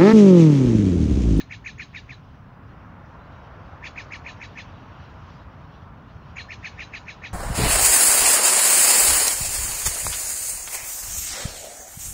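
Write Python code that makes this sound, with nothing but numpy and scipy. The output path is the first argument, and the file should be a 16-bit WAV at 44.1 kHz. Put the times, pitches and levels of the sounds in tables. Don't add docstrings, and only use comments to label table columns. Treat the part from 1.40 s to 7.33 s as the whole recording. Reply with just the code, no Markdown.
import sys
import numpy as np
from scipy import signal
from scipy.fft import rfft, irfft, next_fast_len
from scipy.io import wavfile
from scipy.ndimage import uniform_filter1d

SR = 44100
rng = np.random.default_rng(int(sys.argv[2]) if len(sys.argv) > 2 else 0)


def rack_gain(trim_db):
    fader = np.asarray(trim_db, float)
    return 10 ** (fader / 20)


def wrap_up_sound(samples):
    columns = np.atleast_2d(samples).T
    tamed = np.clip(columns, -1, 1)
    steps = np.round(tamed * 32767).astype(np.int16)
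    wavfile.write(sys.argv[1], SR, steps)


N = 261513


def rms_one(x):
    return x / np.sqrt(np.mean(x ** 2) + 1e-20)


def along(rows, at):
    s, *columns = np.transpose(rows)
    return [np.interp(at, s, c) for c in columns]


def drift(rate_hz, size=N):
    settle = 9000
    r = np.exp(-2 * np.pi * rate_hz / SR)
    noise = rng.standard_normal(size + settle)
    return rms_one(signal.lfilter([1], [1, -2 * r, r * r], noise)[settle:])


def tone(hz):
    return np.sin(2 * np.pi * np.cumsum(hz) / SR)


def resonate(x, hz, width_hz):
    r = np.exp(-np.pi * width_hz / SR)
    poles = [1, -2 * r * np.cos(2 * np.pi * hz / SR), r * r]
    return signal.lfilter([(1 - r * r) / 2, 0, (r * r - 1) / 2], poles, x)


def coloured(spectrum, patchy_db):
    size = next_fast_len(N)
    hz = np.maximum(np.fft.rfftfreq(size, 1 / SR), 1)
    points_hz, points_db = np.transpose(spectrum)
    inside = (hz >= points_hz[0]) & (hz <= points_hz[-1])
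    gain = rack_gain(np.interp(np.log(hz), np.log(points_hz), points_db))
    noise = rfft(rng.standard_normal(size)) * inside * gain
    octave = np.log2(hz)
    out = np.zeros(N)
    for k in range(int(octave[inside][0]), int(octave[inside][-1]) + 2):
        band = irfft(noise * np.clip(1 - abs(octave - k), 0, 1), size)[:N]
        out += band * rack_gain(patchy_db * drift(7.5))
    return rms_one(out)


# (frequency [Hz], density [dB per Hz])
RUMBLE_SPECTRUM = [(12, -39), (20, -20.5), (54, -2), (92, 0.5), (172, -5.5), (211, -10), (276, -11.5),
                   (347, -23.5), (420, -20.5), (550, -40), (920, -120)]
ROAR_SPECTRUM = [(180, -25), (300, -4), (386, -7.5), (605, -3), (887, -2.5), (983, -0.5), (1340, -3.5),
                 (1430, -4.5), (2180, -15.5), (2800, -23), (3640, -57.5), (6160, -120)]
HISS_SPECTRUM = [(1290, -20), (2200, -4), (2880, 0), (4570, -10), (5700, -11.5), (7280, -26.5),
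                 (9460, -57.5), (16000, -120)]
# (time [s], tyre roar [dB])
CAR_ROAR = [
    (0.0, -55.5),
    (.81, -55),
    (1.34, -50),
    (2.21, -47),
    (2.89, -47),
    (3.3, -49),
    (4.0, -49),
    (4.66, -51.5),
    (5.2, -49),
    (5.93, -49.5),
]
# (time [s], hiss [dB])
BREEZE_HISS = [
    (0.0, -65.5),
    (.58, -62.5),
    (1.04, -70.5),
    (1.95, -63.5),
    (2.4, -64),
    (2.89, -59),
    (3.75, -59.5),
    (4.6, -67),
    (5.15, -58.5),
    (5.93, -59.5),
]
RUMBLE_DB = -44.5


def road():
    t_s = np.arange(N) / SR
    roar_db, = along(CAR_ROAR, t_s)
    hiss_db, = along(BREEZE_HISS, t_s)
    rumble = rack_gain(RUMBLE_DB) * coloured(RUMBLE_SPECTRUM, patchy_db=1.0)
    roar = rack_gain(roar_db) * coloured(ROAR_SPECTRUM, patchy_db=0.78)
    hiss = rack_gain(hiss_db) * coloured(HISS_SPECTRUM, patchy_db=2.0)
    return rumble + roar + hiss


# (time [s], peak [dB])
TING_CLICKS = [
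    (4.997, -39),
    (.012, -50),
]
# (frequency [Hz], level [dB], T60 [s])
TING_MODES = [(4200, 0, .18), (4330, -5, .04), (6050, -24, .2), (8370, -22, .12), (9050, -19, .2),
              (9350, -14, .1)]


def tings():
    out = np.zeros(N)
    for hz, level_db, t60_s in TING_MODES:
        clicks = np.full(N, 1e-18)
        for s, db in TING_CLICKS:
            clicks[round(s * SR)] = rack_gain(db + level_db)
        r = rack_gain(-60 / (t60_s * SR))
        w = 2 * np.pi * hz / SR
        out += signal.lfilter([0, np.sin(w)], [1, -2 * r * np.cos(w), r * r], clicks)
    return out


# (time [s], length [s], pitch [Hz], glide [Hz], level [dB])
WHISTLES = [(.24, .06, 6600, -100, -55), (.378, .02, 6450, 350, -52), (.398, .02, 6800, 0, -58),
            (4.955, .03, 6750, 0, -59), (5.088, .02, 5250, 150, -60), (2.712, .025, 6850, 0, -64),
            (2.755, .025, 8900, 0, -58), (2.468, .028, 8900, 0, -59), (1.28, .05, 4200, 0, -74),
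            (1.79, .1, 4000, 0, -71), (1.83, .06, 4500, 0, -72), (1.88, .19, 3950, -200, -68)]


def twitter():
    out = np.zeros(N)
    for s, length_s, hz, glide_hz, db in WHISTLES:
        at, size = round(s * SR), round(length_s * SR)
        share = np.arange(size) / size
        swell = np.sin(np.pi * share) * rack_gain(db + 4 * drift(50, size))
        pitch_hz = (hz + glide_hz * share) * (1 + .012 * drift(60, size))
        out[at:at + size] += swell * tone(pitch_hz)
    return out


def streaked(x):
    hz, _, z = signal.stft(x, SR, nperseg=768)
    chance = uniform_filter1d(rng.standard_normal(z.shape), size=7, axis=1)
    depth_db = 4.0 * np.clip((hz[:, None] - 2900) / 700, 0, 1)
    gain = rack_gain(depth_db * rms_one(chance) - depth_db ** 2 * np.log(10) / 20)
    return signal.istft(z * gain, SR, nperseg=768)[1][:N]


TREES_T60_S, TREES_DB = .2, -5


def trees(x):
    t_s = np.arange(SR // 2) / SR
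    build_up = np.clip(t_s / .015, 0, 1)
    cloud = rng.standard_normal(len(t_s)) * rack_gain(-60 * t_s / TREES_T60_S) * build_up
    cloud = signal.lfilter([1, -.8], [1], cloud)
    echoes = signal.fftconvolve(x, cloud / np.sqrt(np.sum(cloud ** 2)))[:len(x)]
    return x + rack_gain(TREES_DB) * echoes


USUAL_TOP_HZ = 2606
REST_HZ, CLIMB_HZ_PER_MS, ROUND_MS, SAG_MS, SAG_TO_HZ = 1790, 130.2, 3.6, 10.5, 1647


def arch_pitch(top_hz, ms):
    away_ms = np.hypot(ms, ROUND_MS) - ROUND_MS
    rising_hz = np.maximum(top_hz - CLIMB_HZ_PER_MS * away_ms, REST_HZ)
    falling_hz = SAG_TO_HZ + (top_hz - SAG_TO_HZ) * np.exp(-away_ms / SAG_MS)
    return np.where(ms < 0, rising_hz, falling_hz)


MOUTH_HZ, MOUTH_WIDTH_HZ, OFF_MOUTH_DB = 2360, 230, -8
DIP_DB_PER_HZ, DIP_MS = -0.0655, 2.3


def mouth_db(arch_hz, over_hz, ms):
    off_db = OFF_MOUTH_DB * (1 - np.exp(-((arch_hz - MOUTH_HZ) / MOUTH_WIDTH_HZ) ** 2))
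    return off_db + DIP_DB_PER_HZ * over_hz * np.exp(-(ms / DIP_MS) ** 2)


GRACE_MS, GRACE_MS_PER_HZ, GRACE_GLIDE_MS = -17, 0.017, 6.3
GRACE_HZ, GRACE_SWING_HZ = 2330, 610
GRACE_DB, GRACE_STRAIN_SHARE, GRACE_DB_PER_MS2 = -14.5, .3, .17


def grace_whistle(level_db, strain_db, over_hz, ms):
    from_centre_ms = ms - GRACE_MS - GRACE_MS_PER_HZ * over_hz
    hz = GRACE_HZ + GRACE_SWING_HZ * np.tanh(from_centre_ms / GRACE_GLIDE_MS)
    db = level_db + GRACE_DB + GRACE_STRAIN_SHARE * strain_db - GRACE_DB_PER_MS2 * from_centre_ms ** 2
    return rack_gain(db + 2.2 * drift(70, len(ms))) * tone(hz)


# (frequency [Hz], level [dB])
RASP_COLOUR = [(2300, -6), (2900, 2), (3300, -2.5), (3750, 4), (4300, 3.5), (4700, -11), (5200, -15),
               (6000, -20.5)]


def rasp(hz, phase):
    size = len(hz)
    out = np.zeros(size)
    for k in range(4, 10):
        wobble = drift(190, size) + 1j * drift(190, size) + .5
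        partial = np.real(wobble * np.exp(1j * k * phase))
        out += rack_gain(along(RASP_COLOUR, k * hz)[0]) * partial * 0.49
    return out


# (frequency [Hz], width [Hz], level [dB])
BEAK_MODES = [(5100, 670, 11), (6100, 850, 8.5), (6580, 650, 9), (7085, 460, -0.5), (9180, 1800, -6.5)]


def breath(size):
    air = rng.standard_normal(size) * rack_gain(1.3 * drift(60, size))
    out = np.zeros(size)
    for k, (hz, width_hz, db) in enumerate(BEAK_MODES):
        out += rack_gain(db) * resonate(resonate(air, hz, width_hz), hz, width_hz) * (-1) ** k
    return rms_one(out)


def layer(shape, ms, level_db, strain_db):
    db, share, start_ms, end_ms, attack, release = shape
    fade_db = attack * np.maximum(start_ms - ms, 0) + release * np.maximum(ms - end_ms, 0)
    return uniform_filter1d(rack_gain(level_db + db + share * strain_db - fade_db), size=130)


# (level re note [dB], share of strain [1], full from [ms], full until [ms],
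# attack [dB/ms], release [dB/ms])
ARCH_LAYER = (0.0, 0.0, -8, 28, 4.5, 3)
LEAD_IN_LAYER = (-22, 0.7, -23.5, -10, 4, 1)
SECOND_LAYER = (-11.5, 0.0, -3.5, 0.5, 3, 1.1)
FOURTH_LAYER = (-13.5, 0.5, 10, 36, 3, 2.5)
RASP_LAYER = (-16.5, 0.13, 15.5, 32.5, 0.8, .65)
BREATH_LAYER = (-25.5, 0.19, 0, 35, 0.8, .5)
THROAT_HZ = 2498


def note(top_hz, level_db, stretch, strain_db, hook_db, ms):
    def gain(shape):
        return layer(shape, ms, level_db, strain_db)

    size, over_hz = len(ms), top_hz - USUAL_TOP_HZ
    grace = grace_whistle(level_db, strain_db, over_hz, ms)
    ms = ms / np.where(ms > 0, np.clip(stretch, .6, 1.6), 1)
    arch_hz = arch_pitch(top_hz, ms)
    pulse_hz = uniform_filter1d(arch_hz / 3, size=70) * (1 + 0.0051 * drift(120, size))
    phase = 2 * np.pi * np.cumsum(pulse_hz) / SR

    body = gain(ARCH_LAYER) * rack_gain(mouth_db(arch_hz, over_hz, ms)) + gain(LEAD_IN_LAYER) * rack_gain(hook_db)
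    third = np.sin(3 * phase) + .2 * drift(250, size) * np.cos(3 * phase)
    out = body * rack_gain(1.2 * drift(70, size)) * third

    unsteady_phase = phase + 0.56 * drift(180, size)
    out += gain(SECOND_LAYER) * rack_gain(1.5 * drift(80, size)) * np.sin(2 * unsteady_phase)

    locked_hz = np.maximum(4 * pulse_hz, THROAT_HZ - 40 * np.maximum(ms - 32, 0))
    locked = 2 * np.pi * np.cumsum(locked_hz) / SR
    out += gain(FOURTH_LAYER) * rack_gain(2.0 * drift(80, size)) * np.sin(locked + 1.3 * drift(150, size))

    out += grace + gain(RASP_LAYER) * rasp(pulse_hz, phase) + gain(BREATH_LAYER) * breath(size)
    return out * np.clip((ms + 32) / 4, 0, 1) * np.clip((80 - ms) / 10, 0, 1)


# (time at top of arch [s], top [Hz], level [dB], stretch of fall [1], strain [dB])
JAY_NOTES = [(-.014, 2594, -30, 0.87, -3), (.118, 2723, -30.5, 0.97, -3), (.267, 2570, -30, 1.02, 0.5),
             (0.403, 2587, -29.5, 0.93, -3.5), (0.555, 2690, -31, 1.09, -7), (.701, 2716, -34.5, 1.14, -19),
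             (2.449, 2746, -29.5, 0.93, 5.5), (2.582, 2573, -30, 0.96, 4), (2.729, 2750, -29.5, .98, 0.0),
             (2.869, 2543, -32, 1.12, 5.5), (3.022, 2665, -33, 1.0, 0), (3.181, 2667, -31.5, 1.01, 1),
             (4.976, 2786, -30, 1.16, 1), (5.113, 2773, -31, 0.87, 1.5), (5.251, 2644, -27.5, 0.94, -1),
             (5.4, 2740, -30, 1.1, 6.5), (5.544, 2674, -29.5, 1.07, 1), (5.688, 2595, -32, 0.94, 6.5),
             (5.844, 2618, -30, 0.98, 4.5)]
# (time at top of arch [s], level [dB])
LEAD_IN_HOOKS = [
    (.267, 4),
    (2.45, 5),
    (2.729, -3),
    (3.022, 6),
    (3.182, 7),
    (4.977, -8),
    (5.113, 12.5),
    (5.4, 3),
    (5.544, -4),
]
RUN_IN = 4000


def jay():
    lead, size = 2000, 6500
    ms = (np.arange(size) - lead) * 1000 / SR
    out = np.zeros(N + 2 * size)
    for s, *shape in JAY_NOTES:
        at = round(s * SR) + size - lead
        hook_db = sum(db for when, db in LEAD_IN_HOOKS if abs(when - s) < .05)
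        out[at:at + size] += note(*shape, hook_db, ms)
    return out[size - RUN_IN:]


def scene():
    bird = trees(jay())[RUN_IN:RUN_IN + N]
    return (streaked(bird + road()) + tings() + twitter())[None]


def roll_off(x):
    return signal.sosfilt(signal.butter(12, 15760, fs=SR, output="sos"), x)


# (frequency [Hz], density [dB per Hz])
CIRCUIT_NOISE = [(7000, -1), (7800, -8.5), (10000, -9), (13900, -10.5), (14800, 1), (15700, 1)]
# (frequency [Hz], level [dB])
CIRCUIT_WHINE = [(6448, -103), (12897, -108)]
CUTOFF_HZ, SHELF_DB, CIRCUIT_DB = 7600, -31, -85.5


def record(dry):
    low_pass = signal.butter(12, CUTOFF_HZ, fs=SR, output="sos")
    cut = signal.sosfilt(low_pass, dry) + rack_gain(SHELF_DB) * dry
    t_s = np.arange(N) / SR
    whine = sum(rack_gain(db) * np.sqrt(2) * np.sin(2 * np.pi * hz * t_s) for hz, db in CIRCUIT_WHINE)
    wet = cut + whine + rack_gain(CIRCUIT_DB) * coloured(CIRCUIT_NOISE, patchy_db=0)
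    return roll_off(wet)


dry = scene()
out = record(dry)
wrap_up_sound(out)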